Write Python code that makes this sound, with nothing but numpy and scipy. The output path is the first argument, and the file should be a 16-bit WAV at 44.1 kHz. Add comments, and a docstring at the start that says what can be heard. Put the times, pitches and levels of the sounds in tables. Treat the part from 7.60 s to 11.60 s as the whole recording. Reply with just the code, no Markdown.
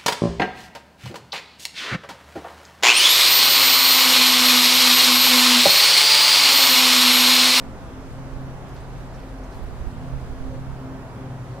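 """A reedy lakeside, on a stereo microphone in light wind. From the start a distant engine drones, its low
partials swelling and fading, over a steadier engine, far traffic and the hiss of reeds. Between 0.5 and
2 s a wading bird strikes the shallows straight ahead: very faint splashes, drips and bubbles. The drone
sinks slightly, and from 2 s a gust buffets the right port. Near 3 s faint hoots begin, and the traffic
brightens for a moment."""
import sys
import numpy as np
from scipy import signal
from scipy.fft import rfft, irfft, next_fast_len
from scipy.io import wavfile
from scipy.ndimage import uniform_filter1d, map_coordinates

SR = 44100
rng = np.random.default_rng(int(sys.argv[2]) if len(sys.argv) > 2 else 0)


def pcm_store(signal):
    """Save signal as 16-bit PCM."""
    levels = np.round(np.clip(np.atleast_2d(signal), -1, 1) * 32767)
    wavfile.write(sys.argv[1], SR, levels.astype(np.int16).T)


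N = 176400


def amp(db):
    """Decibels to gain."""
    return 10 ** (np.asarray(db) / 20)


def unit(x):
    """Scale to rms 1."""
    return x / np.sqrt(np.mean(x ** 2) + 1e-20)


def along(points, hz):
    """Read (frequency [Hz], value) points on a log axis."""
    freqs, values = np.transpose(points)
    return np.interp(np.log(hz + 1), np.log(freqs + 1), values)


def curve(rows):
    """Join (time [s], value) points, one value per sample."""
    return np.interp(np.arange(N) / SR, *np.transpose(rows))


def wobble(rate):
    """A smooth random curve, rate knots a second."""
    return map_coordinates(rng.standard_normal(512), [np.arange(N) * rate / SR], mode="wrap")


def swell(middle_s, width_s):
    """A bell-shaped rise and fall."""
    return np.exp(-((np.arange(N) / SR - middle_s) / width_s) ** 2)


def burst(x, shape):
    """A piece of x under an envelope, of rms 1 at its top."""
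    return x * shape / np.sqrt(np.sum((x * shape) ** 2) / np.sum(shape ** 2))


def filtered(x, response):
    """Filter x by a gain given as a function of frequency."""
    size = next_fast_len(N + SR // 2)
    return irfft(rfft(x, size) * response(np.fft.rfftfreq(size, 1 / SR)), size)[..., :N]


def rush(spectrum, coherence, patchy_db):
    """Stereo noise of rms 1, its gain varying in random patches of time and frequency."""
    cells = signal.stft(rng.standard_normal((2, N)), nperseg=1024)[2]
    patches = uniform_filter1d(rng.standard_normal(cells.shape[1:]), size=8, axis=0)
    patches = uniform_filter1d(patches, size=10, axis=1)
    pair = signal.istft(cells * amp(patchy_db * unit(patches)), nperseg=1024)[1][:, :N]

    def mid_side_gains(hz):
        spread = np.arccos(np.clip(along(coherence, hz), -1, 1)) / 2
        return amp(along(spectrum, hz)) * [np.cos(spread), np.sin(spread)]

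    mid, side = filtered(pair, mid_side_gains)
    return unit(np.array([mid + side, mid - side]))


def partial(hz, fade_db, drift_rad, rate):
    """A tone of rms 1 whose level and phase waver on the way through the air."""
    phase = 2 * np.pi * (np.cumsum(hz * np.ones(N)) / SR + rng.random())
    return unit(amp(fade_db * wobble(rate)) * np.sin(phase + drift_rad * wobble(rate)))


def spray(centre_hz, octaves, grainy_db):
    """Half a second of grainy noise around one pitch, of rms 1."""
    n = SR // 2
    noise = rng.standard_normal(n)
    grains = amp(grainy_db * rng.standard_normal(n // 32 + 1).repeat(32)[:n])
    offset = np.log2((np.fft.rfftfreq(n, 1 / SR) + 1) / centre_hz) / octaves
    return unit(irfft(rfft(noise * grains) * np.exp(-offset ** 2 / 2), n))


def traffic():
    """Far traffic: an even wash that brightens for a moment."""
    # loudness of the wash (time [s], level [dB])
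    level = [(0, -40), (.8, -40), (1.6, -40), (2.4, -40), (3, -40.5), (3.45, -39.5), (4, -40.5)]
    # spectra of the wash and of its brightening (frequency [Hz], relative density [dB])
    spectrum = [(20, -22), (45, -5.5), (90, 2), (150, -2.5), (260, -2.5), (400, -6), (800, -7.5),
                (1100, -10.5), (1600, -15.5), (2300, -23.5), (3500, -35), (9000, -62)]
    bright_spectrum = [(400, -19), (700, 0), (950, 10), (1300, -19), (2200, -32)]
    # likeness of left and right (frequency [Hz], coherence [0-1])
    coherence = [(60, 1), (250, 0.97), (450, 0.89), (740, 0.84), (1200, 0.48), (2000, 0.59), (3000, 0.086)]
    wash = amp(curve(level)) * rush(spectrum, coherence, patchy_db=0.5)
    bright_gain = amp(-48.5) * swell(middle_s=3.33, width_s=0.27)
    return wash + bright_gain * rush(bright_spectrum, coherence, patchy_db=1.0)


def reeds():
    """The thin, high hiss of air and reeds, spread wide along the shore."""
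    # loudness of the hiss (time [s], level [dB])
    level = [(0, -56.5), (1.1, -56.5), (2, -56.5), (2.7, -56), (3.3, -58), (4, -56.5)]
    # its spectrum (frequency [Hz], relative density [dB])
    spectrum = [(800, -25), (1800, 0.5), (2600, 4.5), (3600, 3), (5200, 1.2), (7500, -2), (10000, -6),
                (13000, -11), (15000, -13.5), (15700, -25)]
    # likeness of left and right (frequency [Hz], coherence [0-1])
    coherence = [(2000, 0.15), (5000, 0.22), (8000, 0.27), (12000, 0.14)]
    level_db = curve(level) + 0.25 * wobble(21.27)
    return amp(level_db) * rush(spectrum, coherence, patchy_db=1.17)


def background():
    """Traffic and reeds at the microphone: the lows lean left, the rest slightly right."""
    # balance (frequency [Hz], left minus right [dB])
    tilt = [(100, 2.5), (380, 0.5), (700, -.5), (1300, -1.8), (2400, -2.5), (4400, -1), (12000, -.7)]
    sides = np.array([[0.5], [-0.5]])
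    return filtered(traffic() + reeds(), lambda hz: amp(along(tilt, hz) * sides))


def hoots():
    """Short, nearly pure notes, perhaps a far water bird, barely above the traffic."""
    # hoots (time [s], width [s], pitch [Hz], level [dB])
    notes = [(2.945, .05, 547, -43.5), (2.925, .035, 500, -48), (3.47, .035, 657, -46.5),
             (3.98, .035, 560, -45)]
    return sum(amp(db) * swell(s, width) * partial(hz, fade_db=0.5, drift_rad=0.4, rate=48)
               for s, width, hz, db in notes)


def hum():
    """The steadier engine, far off: harmonics of one fixed low pitch."""
    # loudness of the engine (time [s], level [dB])
    level = [(0, -51), (1.3, -48), (2, -50), (2.2, -43), (3, -44.5), (4, -46)]
    # its harmonics (multiple, relative level [dB])
    harmonics = [(1, -1.5), (2, -2.5), (3, -3), (4, -9)]
    pitch_hz = 55.23
    engine = sum(amp(db) * partial(round(k) * pitch_hz, fade_db=3, drift_rad=0.23, rate=6.1)
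                 for k, db in harmonics)
    return amp(curve(level)) * engine


def machinery():
    """Other far machinery: one low, throbbing tone gives way to another."""
    # throbs (start [s], end [s], pitch [Hz], level [dB])
    throbs = [(-.4, 2.5, 43.68, -41.5), (2.4, 4.4, 119.6, -49)]
    fade_s = 0.34
    out, t = np.zeros(N), np.arange(N) / SR
    for start, end, hz, db in throbs:
        gate = np.clip(np.minimum(t - start, end - t) / fade_s, 0, 1)
        out += amp(db) * gate * partial(hz, fade_db=5.5, drift_rad=0.19, rate=4.9)
    return out


def wading_bird():
    """A bird strikes the shallows: soft splashes, drips, and air bubbles as it lifts its head."""
    # splashes (time [s], time to fall 20 dB [s], level [dB], centre [Hz])
    splashes = [(.515, .05, -68, 10000), (1.053, .1, -57.5, 2400), (1.078, .04, -59, 10000),
                (1.152, 0.11, -54, 2600), (1.157, .08, -54.5, 5000), (1.355, .05, -56, 2800),
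                (1.375, .07, -67, 9500), (1.535, .06, -59, 4200), (1.572, .07, -51.5, 2680),
                (1.626, .03, -53, 3000), (1.913, 0.21, -59, 4600), (1.928, .16, -62, 11000)]
    # drips (time [s], level before halving [dB], centre [Hz])
    drips = [(1.091, -56, 6000), (1.143, -58, 12000), (1.207, -59, 9200), (1.455, -61, 8000),
             (1.543, -53, 5740), (1.602, -55, 5040), (1.683, -55, 4160), (1.782, -62, 9000),
             (1.837, -53, 6100), (2.03, -59, 13800)]
    # bubbles (time [s], level [dB], starting pitch [Hz])
    bubbles = [(1.587, -50, 2500), (1.632, -48, 2280), (2.002, -51, 2090)]
    splash_rise_s, drip_t60_s = 0.008, 0.095
    bubble_rise_s, bubble_t60_s, climb_per_s = 0.0019, 0.043, 10
    out, t = np.zeros(N + SR), np.arange(SR // 2) / SR
    for s, decay, db, hz in splashes:
        envelope = (1 - np.exp(-t / splash_rise_s)) * amp(db - 20 * t / decay)
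        out[round(s * SR):][:len(t)] += envelope * spray(hz, octaves=0.5, grainy_db=5)
    for s, db, hz in drips:
        envelope = amp(db - 60 * t / drip_t60_s) / 2
        out[round(s * SR):][:len(t)] += envelope * spray(hz, octaves=0.22, grainy_db=1)
    for s, db, hz in bubbles:
        envelope = (1 - np.exp(-t / bubble_rise_s)) * amp(db - 60 * t / bubble_t60_s)
        rising_tone = np.sin(2 * np.pi * hz * t * (1 + climb_per_s * t / 2))
        out[round(s * SR):][:len(t)] += envelope * rising_tone
    return out[:N]


def wind():
    """Lumpy buffeting, unrelated at the microphone's two ports; the left one is sheltered."""
    # wind on the exposed right port (time [s], level [dB])
    gust = [(0, -39), (.45, -40.5), (.74, -35.5), (1.07, -38.5), (1.35, -36.5), (1.65, -43), (1.88, -52.5),
            (2.02, -30.5), (2.26, -36), (2.55, -31.5), (2.9, -32), (3.12, -38.5), (3.35, -41), (3.8, -48),
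            (4, -50)]
    # its spectrum (frequency [Hz], relative density [dB])
    spectrum = [(6, -3), (22, -0.5), (38, -5.5), (65, -2), (100, -13.5), (150, -23), (250, -30.5),
                (500, -64), (1000, -90)]
    exposed_db = curve(gust)
    sheltered_db = -41.5 + 0.24 * (exposed_db - exposed_db.mean())
    lumps = amp(0.9 * np.array([wobble(27), wobble(17)]))
    rumble = filtered(rng.standard_normal((2, N)), lambda hz: amp(along(spectrum, hz)))
    return amp([sheltered_db, exposed_db]) * unit(lumps * rumble)


def eddies():
    """Single eddies thump the exposed right port."""
    # thumps (time [s], width [s], level [dB])
    thumps = [(.745, 0.034, -29), (2.215, 0.016, -24), (2.265, .028, -22), (2.37, 0.027, -29.5),
              (2.54, 0.053, -30.5), (2.88, 0.034, -29), (3.11, 0.03, -27)]
    # their spectrum (frequency [Hz], relative density [dB])
    spectrum = [(8, -18), (28, 8), (45, 10.5), (70, -1), (100, -18), (180, -18.5), (300, -33), (1000, -90)]
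    churn = filtered(rng.standard_normal(N), lambda hz: amp(along(spectrum, hz)))
    right = sum(amp(db) * burst(churn, swell(s, width)) for s, width, db in thumps)
    return np.array([np.zeros(N), right])


def drone():
    """The distant engine: harmonics of one slowly sinking pitch, each fading on its own."""
    # the fundamental (time [s], pitch [Hz])
    pitch = [(0, 132), (1.1, 132.1), (2.4, 130.7), (3.1, 130.7), (4, 130.1)]
    # loudness of the first three harmonics (time [s], level [dB])
    first_level = [(0, -50.5), (.42, -51), (.58, -41), (1.1, -38.5), (1.78, -45), (1.91, -51.5),
                   (2.25, -44.5), (2.52, -36.5), (2.82, -47.5), (2.98, -36.5), (3.43, -44), (3.72, -35),
                   (4, -40.5)]
    second_level = [(0, -45), (.08, -41), (.18, -54.5), (.37, -38), (.53, -52.5), (.6, -42.5), (.87, -43),
                    (.98, -53.5), (1.55, -52), (1.66, -44.5), (1.85, -46.5), (2.18, -55), (2.44, -42.5),
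                    (2.61, -51), (2.74, -43.5), (2.88, -38.5), (3.06, -45), (3.16, -54), (3.24, -38.5),
                    (3.52, -52), (3.6, -40.5), (4, -54.5)]
    third_level = [(0, -65), (.8, -58.5), (1.5, -61.5), (2.1, -55), (2.65, -68), (2.85, -53), (3.12, -58),
                   (3.3, -50), (3.45, -59), (3.6, -51), (3.75, -60.5), (4, -48.5)]
    # weaker harmonics (multiple, level [dB])
    overtones = [(4, -57.5), (5, -62)]
    hz = curve(pitch)
    first = amp(curve(first_level)) * partial(hz, fade_db=1.6, drift_rad=0.16, rate=8.8)
    second = amp(curve(second_level)) * partial(2 * hz, fade_db=1.23, drift_rad=0.42, rate=10)
    third = amp(curve(third_level)) * partial(3 * hz, fade_db=3.5, drift_rad=0.68, rate=10)
    upper = sum(amp(db) * partial(round(k) * hz, fade_db=3.5, drift_rad=1.0, rate=7.11)
                for k, db in overtones)
    return first + second + third + upper


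def scene():
    """Far sounds arrive a little from the right, the bird from ahead; wind acts on the ports."""
    far = background() + drone() + hum() + machinery() + hoots()
    left_lag_s = 0.000068
    far = filtered(far, lambda hz: np.exp(1j * np.pi * hz * left_lag_s * np.array([[-1], [1]])))
    return far + wading_bird() + wind() + eddies()


def record(dry):
    """The recorder keeps nothing above its band limit."""
    top_hz = 15700
    return filtered(dry, lambda hz: hz < top_hz)


dry = scene()
out = record(dry)
pcm_store(out)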